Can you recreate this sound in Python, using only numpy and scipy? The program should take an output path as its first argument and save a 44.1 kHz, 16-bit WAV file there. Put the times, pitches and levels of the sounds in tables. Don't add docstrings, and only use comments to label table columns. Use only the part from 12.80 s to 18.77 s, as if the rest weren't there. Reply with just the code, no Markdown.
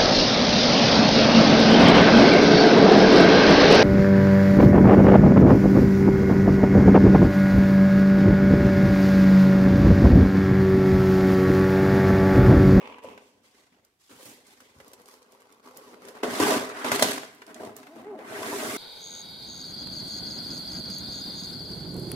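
import sys
import numpy as np
from scipy import signal
from scipy.fft import rfft, irfft, next_fast_len
from scipy.io import wavfile
from scipy.ndimage import uniform_filter1d

SR = 44100
rng = np.random.default_rng(int(sys.argv[2]) if len(sys.argv) > 2 else 0)


def digitize_waveform(pressure):
    field = np.atleast_2d(pressure).T
    bounded = np.clip(field, -1, 1)
    quanta = np.round(bounded * 32767).astype(np.int16)
    wavfile.write(sys.argv[1], SR, quanta)


N = 263277
SIZE = 2 * next_fast_len(N // 2 + 4096, True)
HZ = np.fft.rfftfreq(SIZE, 1 / SR)
TIME = np.arange(N) / SR

# (frequency [Hz], level [dB])
PALM_COLOUR = [(40, -21), (130, -17), (260, -8.5), (350, -12), (500, -5), (700, -10), (1050, -5.5),
               (1500, -21), (2000, -17), (2400, -9), (3100, -9), (3900, -12.5), (5800, -7.5), (15000, -17)]
REACH_COLOUR = [(24, -73), (40, -26), (80, -13.5), (280, -4), (350, -6), (397, -6), (797, -5), (1640, -8),
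                (2110, -7), (2920, -6.5), (8520, -11), (15500, -19)]
TUG_COLOUR = [(24, -58), (40, -30.5), (162, -15), (247, -9.5), (333, -9.5), (438, -5.5), (797, -13),
              (1130, -14), (1770, -24), (3220, -20), (4800, -15), (8960, -20), (11200, -19), (15500, -29)]
PULL_COLOUR = [(40, -36), (75, -20), (170, -11), (260, -2.5), (400, -1.5), (540, -7), (640, 1.5),
               (850, -3.5), (1200, -2.5), (1900, -7.5), (3000, -17.5), (4200, -22.5), (11200, -29.5),
               (15500, -38)]
GRIP_COLOUR = [(24, -46), (40, -23.5), (103, -15), (287, -1), (427, -3.5), (562, -13), (637, -2.5),
               (797, -11.5), (2010, -19.5), (5050, -29.5), (10100, -32.5), (15500, -37.5)]
DRAW_COLOUR = [(24, -72), (40, -43), (91, -18), (179, -12), (235, -8), (350, -3.5), (407, -3), (548, -13),
               (637, 0.5), (817, -8.5), (1560, -7.5), (1730, -10.5), (10700, -14), (15500, -22.5)]


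def rubbing():
    jolts = surge()
    palm = rub("palm", PALM_COLOUR, jolts, fall_db_per_s=99, grain_db=-5.0, grains_per_s=310,
               judder_db=-1.4, judder_hz=90, patchy_db=1, brighten=.05, trim_db=-2)
    reach = rub("reach", REACH_COLOUR, jolts, fall_db_per_s=85, grain_db=-9.5, grains_per_s=300,
                judder_db=1.3, judder_hz=40, patchy_db=4.0, brighten=1.0, trim_db=-2.5)
    tug = rub("tug", TUG_COLOUR, jolts, fall_db_per_s=154, grain_db=-4.5, grains_per_s=88,
              judder_db=0.7, judder_hz=30.4, patchy_db=3.5, brighten=.1, trim_db=-2)
    pull = rub("pull", PULL_COLOUR, jolts, fall_db_per_s=116.5, grain_db=-6.5, grains_per_s=300,
               judder_db=1.0, judder_hz=68.5, patchy_db=3.5, brighten=0.19, trim_db=-1.5)
    grip = rub("grip", GRIP_COLOUR, jolts, fall_db_per_s=165, grain_db=-4.5, grains_per_s=360,
               judder_db=1.0, judder_hz=50, patchy_db=3.5, brighten=0.053, trim_db=-2.5)
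    draw = rub("draw", DRAW_COLOUR, jolts, fall_db_per_s=80, grain_db=-11, grains_per_s=320,
               judder_db=0.0, judder_hz=59.5, patchy_db=4.5, brighten=0.044, trim_db=-1.54)
    return palm + reach + tug + pull + grip + draw


def rub(kind, colour, surge_db, fall_db_per_s, grain_db, grains_per_s,
        judder_db, judder_hz, patchy_db, brighten, trim_db):
    slip_sizes = amp(3.5 * np.minimum(rng.exponential(1, N), 3))
    slips = (rng.random(N) < grains_per_s / SR) * slip_sizes
    burst = rng.standard_normal((2, 300)) * np.exp(-np.arange(300) / 70)
    rings = evened(signal.oaconvolve(slips[None], burst, axes=1)[:, :N])
    puffs = evened(signal.lfilter([1], [1, -.98], slips) * rng.standard_normal((2, N)))
    grains = evened(rings + puffs)
    judder = amp(judder_db * wander(judder_hz))
    drive = (rng.standard_normal((2, N)) + amp(grain_db) * grains) * judder
    spectrum = ports(rfft(patchy(drive, patchy_db), SIZE), HZ) * amp(read(colour, HZ)) * box_gain()

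    above_panels = 1 / (1 + (700 / (HZ + 1)) ** 6)
    above_edges = 1 / (1 + (3000 / (HZ + 1)) ** 6)
    thrum = pressed(irfft(spectrum * (1 - above_panels))[:, :N])
    rasp = pressed(irfft(spectrum * (above_panels - above_edges))[:, :N])
    hiss = pressed(irfft(spectrum * above_edges)[:, :N])
    thrum_db, rasp_db, hiss_db = strokes(kind, fall_db_per_s)

    dull = uniform_filter1d(hiss, size=3)
    treble_db = brighten * np.maximum(hiss_db - hiss_db.max() + 8, -15)
    hiss = dull + (hiss - dull) * amp(treble_db)
    out = thrum * amp(thrum_db + 0.42 * surge_db)
    out += rasp * amp(rasp_db + surge_db)
    out += hiss * amp(hiss_db + 0.17 * surge_db)
    return out * amp(trim_db)


# (start [s], rise [s], hold [s], rasp level [dB],
# panel thrum above rasp [dB], surface hiss above rasp [dB], what rubs)
STROKES = [ (0.0, 0.0051, 0.11, -48.5, -0.5, -20, "palm"), (0.215, 0.037, 0.058, -52.5, 5, -12, "palm"),
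           (0.384, 0.05, 0.036, -72.5, 1, 7, "reach"), (0.514, 0.025, 0.093, -78.5, 12.5, -1, "reach"),
           (0.617, 0.043, .012, -68, -3, 4, "reach"), (0.703, 0.087, 0.021, -66, 0.5, 1.5, "reach"),
           (0.92, 0.004, .005, -68.5, 5.5, -4, "reach"), (1.03, 0.023, .01, -76.5, -3, 0, "reach"),
           (1.188, .03, .06, -73.5, -15, 10, "reach"), (1.29, 0.0095, .045, -59, 4, 0, "reach"),
           (1.342, 0.14, 0.014, -57, 4.5, 3.5, "reach"), (1.637, 0.044, .05, -63.5, 0, 3, "reach"),
           (1.765, 0.052, 0.077, -66, 4, 2, "reach"), (1.934, .04, 0.1, -63.5, 1, -3, "tug"),
           (2.006, 0.066, 0.72, -64.5, 1, -9, "tug"), (2.05, 0.031, 0.038, -65.5, 3, -1, "tug"),
           (2.178, 0.013, .005, -62, 6, -3.5, "tug"), (2.26, .03, .04, -59, -4.5, 0, "tug"),
           (2.503, 0.016, 0.02, -61.5, -4, -6.5, "tug"), (2.59, 0.013, 0.018, -65, -6, -5, "tug"),
           (2.66, 0.069, .01, -66, -6, -7, "tug"), (2.823, 0.034, 0.038, -55, 0, -7.5, "tug"),
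           (2.92, 0.051, 0.15, -56, 2.5, -6, "tug"), (3.11, .02, 0.033, -58, 6.5, -14, "tug"),
           (3.187, 0.078, 0.047, -53.5, 4.5, -7, "tug"), (3.338, .02, 0.028, -50, -0.5, -12.5, "tug"),
           (3.428, 0.0071, 0.041, -38, 6.5, -5.5, "pull"), (3.479, 0.089, 0.021, -38, 0.5, 0, "pull"),
           (3.593, .01, 0.13, -29.5, 5, -2, "pull"), (3.867, .04, 0.023, -45, -0.5, -11, "pull"),
           (3.932, 0.065, .05, -40.5, -4, -7, "pull"), (4.04, .008, 0.049, -34.5, 1, -5, "pull"),
           (4.117, 0.012, 0.021, -36, 4, 3, "pull"), (4.204, 0.021, 0.065, -37.5, 5, 5, "pull"),
           (4.546, .02, 0.1, -66, 5.5, 0, "grip"), (4.666, 0.026, 0.018, -50, 1.5, -10, "grip"),
           (4.745, 0.025, .02, -50.5, 3, -9.5, "grip"), (4.791, 0.016, 0.064, -46.5, 7.5, -9.5, "grip"),
           (4.948, 0.027, 0.016, -53.5, 4.5, -3, "grip"), (5.006, 0.043, 0.11, -58, 0, -6.5, "grip"),
           (5.143, 0.046, 0.009, -52, 7.5, -8.5, "grip"), (5.222, 0.047, 0.12, -54, 3, -17.5, "grip"),
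           (5.374, 0.021, 0.058, -48, 0.5, -15, "grip"), (5.434, 0.16, 0.08, -41, 2, -7.5, "draw"),
           (5.541, 0.32, 0.13, -39.5, 4, 0, "draw")]
HISS_POWER = 1


def strokes(kind, fall_db_per_s):
    power = np.zeros((3, N)) + 1e-16
    for start, rise, hold, db, weight, bright, what in STROKES:
        if what == kind:
            age = TIME - start
            fall = amp(-fall_db_per_s * np.maximum(age - rise - hold, 0))
            speed = np.sin(np.pi / 2 * np.clip(age / rise, 0, 1)) * fall
            thrum, rasp = amp(db + weight) * speed, amp(db) * speed
            hiss = amp(db + bright) * speed ** HISS_POWER
            power += np.array([thrum, rasp, hiss]) ** 2
    return 10 * np.log10(power)


# (time [s], peak surge of the rasp [dB])
CATCHES = [(0.019, -9), (0.055, 8), (.073, 8), (.11, 3), (.125, 6), (0.144, 9), (.266, 6), (.286, 8),
           (1.409, 5), (3.629, 5), (4.144, 7), (4.379, 15), (4.433, 18), (5.63, 5), (5.682, 5), (5.755, 2),
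           (5.825, 0)]


def surge(rise_s=0.0013):
    total_db = np.zeros(N)
    for s, db in CATCHES:
        u = np.maximum(TIME - s, 0) / rise_s
        total_db += db * u * np.exp(1 - np.minimum(u, 20))
    return total_db


def patchy(x, depth_db, size=(3, 7)):
    z = signal.stft(x, nperseg=512, noverlap=384)[2]
    field = rng.standard_normal(z.shape[1:])
    field = uniform_filter1d(uniform_filter1d(field, size[0], 0), size[1], 1)
    reach = 1 / (1 + np.fft.rfftfreq(512, 1 / SR)[:, None] / 5000)
    return signal.istft(z * amp(depth_db * reach * evened(field)), nperseg=512, noverlap=384)[1][:, :N]


def pressed(x, size=2600):
    power = uniform_filter1d(uniform_filter1d(x.mean(0) ** 2, size), size // 2)
    return x / np.sqrt(abs(power) + 1e-20)


# (frequency [Hz], relative level [dB], 60 dB decay [s])
BOX = [(227, -4, 0.055), (252, -5.5, 0.057), (296, -8, 0.047), (370, -39, 0.027), (410, 2.5, 0.043),
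       (495, 1.5, 0.045), (627, -8, 0.16), (719, -7, 0.14), (908, -2.5, 0.072), (1000, 1.5, 0.11),
       (1123, -6.5, 0.014), (1554, -3, 0.011), (2000, -3, 0.0043)]


def box_gain(ring=1.0, width_share=0.83):
    lift = sum(amp(db) / (1 + ((HZ - hz) * t60 / width_share) ** 2) for hz, db, t60 in BOX)
    return 1 + ring * lift


# (frequency [Hz], width [Hz], relative level [dB])
TRAY = [(1020, 300, 1.5), (1524, 470, 8), (2010, 130, 8.5), (2610, 40, 4.5)]
# (time [s], thud level [dB], clack level [dB], crack level [dB], pitch of the blow [Hz])
KNOCKS = [(0.183, -48, -49.5, -86, 970), (0.2439, -35.5, -62, -57, 542), (0.3758, -50, -46.5, -86, 617),
          (1.3105, -55, -54, -77, 293), (1.8032, -59, -54.5, -54, 1250), (2.001, -50, -48.5, -66, 550),
          (2.133, -51, -58, -49.5, 410), (2.8735, -46, -63, -61, 1040), (3.2835, -48, -48.5, -46.5, 398),
          (3.4324, -25, -28.5, -43, 420), (3.5998, -16.5, -29, -30.5, 335), (3.718, -23.5, -48, -59, 504),
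          (4.045, -29.5, -30.5, -47, 617), (4.1164, -25, -20.5, -29.5, 613),
          (4.1937, -28, -25.5, -30.5, 610), (4.2232, -17, -21, -15, 626), (4.618, -49, -42.5, -81, 410),
          (5.03, -68, -49, -66, 398), (5.068, -65, -46.5, -74, 412), (5.389, -41.5, -51, -81, 497),
          (5.729, -28, -51, -54, 402)]


def knocks(thud_db=-2, ring_db=-9, clack_db=-2, crack_db=-2):
    push_cycles = 0.88
    attack_s, rattle_t60 = .0007, 0.05
    t, out = np.arange(SR // 4) / SR, np.zeros((2, N))
    first = SR // 100
    onset = 1 - np.exp(-t / attack_s)
    for s, thud, clack, crack, hz in KNOCKS:
        u = hz * t / push_cycles
        push = u * np.exp(-u) * np.sin(2 * np.pi * hz * t)
        ring = np.zeros(len(t))
        for f, db, decay in BOX:
            ring += amp(db - 60 * t / decay) * np.sin(2 * np.pi * (f * t + rng.random()))
        rattle = paired(rng.standard_normal((2, len(t)))) * onset * amp(-60 * t / rattle_t60)
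        tray = sum(amp(db) * band(rattle, f - width / 2, f + width / 2, order=1) for f, width, db in TRAY)
        parts = [(push, thud + thud_db),
                 (ring * onset, thud + ring_db),
                 (tray, clack + clack_db),
                 (band(rattle, 2200, 9000, order=1), crack + crack_db)]
        for sound, db in parts:
            add(out, s, amp(db) * sound / sound[..., :first].std())
    return out


# (start [s], climb [s], sag [s], top slip rate before jitter [Hz], level [dB])
GROANS = [(5.06, .09, 0.068, 336, -49), (5.224, 0.063, 0.082, 427, -39), (5.306, 0.0295, .09, 335, -47.5)]
# (frequency [Hz], level [dB])
GROAN_COLOUR = [(150, -35), (280, 0.5), (420, 11.5), (540, -7), (650, 11), (850, -1.5), (1200, -9),
                (2500, -30)]


def groan(jitter=0.17, shimmer_db=9, slope_db=-3, swell=0.86):
    first_pitch, pitch_drop = .8, 0.488
    out = np.zeros(N)
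    for start, climb_s, sag_s, top_hz, db in GROANS:
        climb = np.clip((TIME - start) / climb_s, 0, 1)
        sag = np.clip((TIME - start - climb_s) / sag_s, 0, 1)
        rise = (1 - first_pitch) * np.sin(np.pi / 2 * climb) ** 2
        hz = top_hz * (first_pitch + rise - pitch_drop * sag ** 3)
        rough = np.interp(sag, [0, 1], [.1, .36])
        turns = np.cumsum(hz * (1 + jitter * rough * wander(96))) / SR
        sizes = np.array([amp(read(GROAN_COLOUR, k * hz) + slope_db * np.log2(k)) for k in range(1, 7)])
        tone = sum(size * np.sin(2 * np.pi * k * turns) for k, size in enumerate(sizes, 1))
        tone /= np.sqrt((sizes ** 2).sum(0) / 2)
        envelope = (climb * (1 - sag ** 4)) ** swell
        out += tone * envelope * amp(db + shimmer_db * rough * wander(114))
    return out


# (time [s], level over the first 5 ms [dB], centre pitch [Hz])
TICKS = [(.074, -57, 4130), (.2367, -56.5, 5740), (1.049, -59.5, 8000), (1.6686, -55, 6450),
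         (2.0807, -50.5, 10600), (2.1336, -48, 10600), (2.2174, -58, 8000), (2.258, -53.5, 6500),
         (2.281, -55, 7190), (2.428, -57.5, 4730), (2.5217, -57, 7000), (2.605, -61, 7000),
         (2.7242, -56, 6000), (2.972, -41, 11100), (3.253, -51.5, 5270), (3.849, -42, 4680),
         (3.892, -45, 6000), (4.333, -35, 6000), (4.548, -54.5, 10300), (4.666, -51, 5350),
         (4.85, -47.5, 4700), (4.7446, -43.5, 4660), (4.9657, -40, 10900)]


def ticks(level_db=0, snap_db=8, spread=1.93):
    buzz_t60, snap_s = .05, .0016
    t, out = np.arange(SR // 8) / SR, np.zeros((2, N))
    for s, db, hz in TICKS:
        fade = amp(-60 * t / buzz_t60) + amp(snap_db) * np.exp(-t / snap_s)
        snap = band(rng.standard_normal((2, len(t))) * fade, hz / spread, hz * spread)
        add(out, s, amp(db + level_db) * snap / snap[:, :SR // 200].std())
    return out


# (time [s], level of the lower mode [dB], its frequency [Hz])
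BUMPS = [(.974, -63.5, 77), (1.31, -58, 106), (1.962, -44, 77), (1.994, -52, 86), (3.436, -43, 92),
         (3.603, -31, 93), (4.117, -27.5, 156), (4.223, -29, 144), (4.859, -45, 110)]


def bumps(rise_s=0.0036, upper_db=-3):
    table_t60 = .09
    t, out = np.arange(SR // 3) / SR, np.zeros((2, N))
    for s, db, hz in BUMPS:
        boom = np.sin(2 * np.pi * hz * t) + amp(upper_db) * np.sin(2 * np.pi * 1.75 * hz * t)
        add(out, s, amp(db - 60 * t / table_t60) * (1 - np.exp(-t / rise_s)) * boom)
    return out


# (frequency [Hz], 60 dB decay [s])
ROOM = [(100, 1), (400, 0.31), (1500, 0.92), (5000, 0.44), (15000, 0.13)]


def room(x, early_db=5):
    early_s = .015
    size = SR * 3 // 4
    taps = rng.standard_normal((2, size)) * (rng.random((2, size)) < .1)
    taps = taps * (np.arange(size) > SR // 300)
    hz, t, z = signal.stft(taps, SR, nperseg=256)
    fade = amp(-60 * t / read(ROOM, hz)[:, None]) * (1 + amp(early_db) * np.exp(-t / early_s))
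    tail = paired(signal.istft(z * fade, SR, nperseg=256)[1])
    return signal.fftconvolve(x.mean(0)[None], tail / np.linalg.norm(tail[0]), axes=1)[:, :N]


# (frequency [Hz], relative level [dB])
AIR_COLOUR = [(18, -61), (30, 1.5), (140, -12), (410, -7), (518, -35), (691, -15), (1290, -27), (1770, -21),
              (15500, -27)]


def air(level_db=-73.5):
    rush = ports(rfft(rng.standard_normal((2, SIZE))), HZ) * amp(read(AIR_COLOUR, HZ))
    return amp(level_db) * evened(irfft(rush)[:, :N])


def ports(spectrum, hz, spacing_m=.13):
    alike = .98 * np.sinc(2 * hz * spacing_m / 343)
    mid, side = spectrum * np.sqrt([1 + alike, 1 - alike])
    return np.array([mid + side, mid - side]) / np.sqrt(2)


def paired(x):
    return irfft(ports(rfft(x), np.fft.rfftfreq(x.shape[1], 1 / SR)), x.shape[1])


def amp(db):
    return 10 ** (np.asarray(db) / 20)


def evened(x):
    return x / np.sqrt(np.mean(x ** 2) + 1e-30)


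def read(points, hz):
    f, value = np.transpose(points)
    return np.interp(np.log(hz + 1), np.log(f + 1), value)


def add(mix, s, sound):
    part = mix[:, max(round(s * SR), 0):][:, :sound.shape[-1]]
    part += sound[..., :part.shape[1]]


def band(x, lo_hz, hi_hz, order=2):
    sos = signal.butter(order, [lo_hz, min(hi_hz, .49 * SR)], "band", fs=SR, output="sos")
    return signal.sosfilt(sos, x)


def wander(rate_hz):
    return evened(irfft(rfft(rng.standard_normal(SIZE)) / (1 + (HZ / rate_hz) ** 4))[:N])


def scene():
    rubs = rubbing()
    blows = knocks() + ticks() + bumps()
    creak = groan()
    to_room = amp(-12.5) * rubs + amp(-7.0) * blows + amp(-11) * creak
    return rubs + blows + creak + room(to_room) + air()


# (frequency [Hz], left minus right level [dB])
PORT_BALANCE = [(100, 0), (450, 0.6), (1800, -0.5), (3000, -0.1), (5500, 1.5), (7200, -1.5), (9000, -8.5),
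                (11000, -12.5), (15000, -11.5)]


def record(dry):
    ratio = amp(read(PORT_BALANCE, HZ))
    gains = np.array([ratio, np.ones_like(ratio)]) / np.sqrt((1 + ratio ** 2) / 2)
    heard = irfft(rfft(dry, SIZE) * gains)[:, :N]
    heard = signal.sosfilt(signal.butter(4, 62, "high", fs=SR, output="sos"), heard)
    low_pass = signal.firwin(201, 15750, window=("kaiser", 9), fs=SR)
    return signal.oaconvolve(heard, low_pass[None], "same")


dry = scene()
out = record(dry)
digitize_waveform(out)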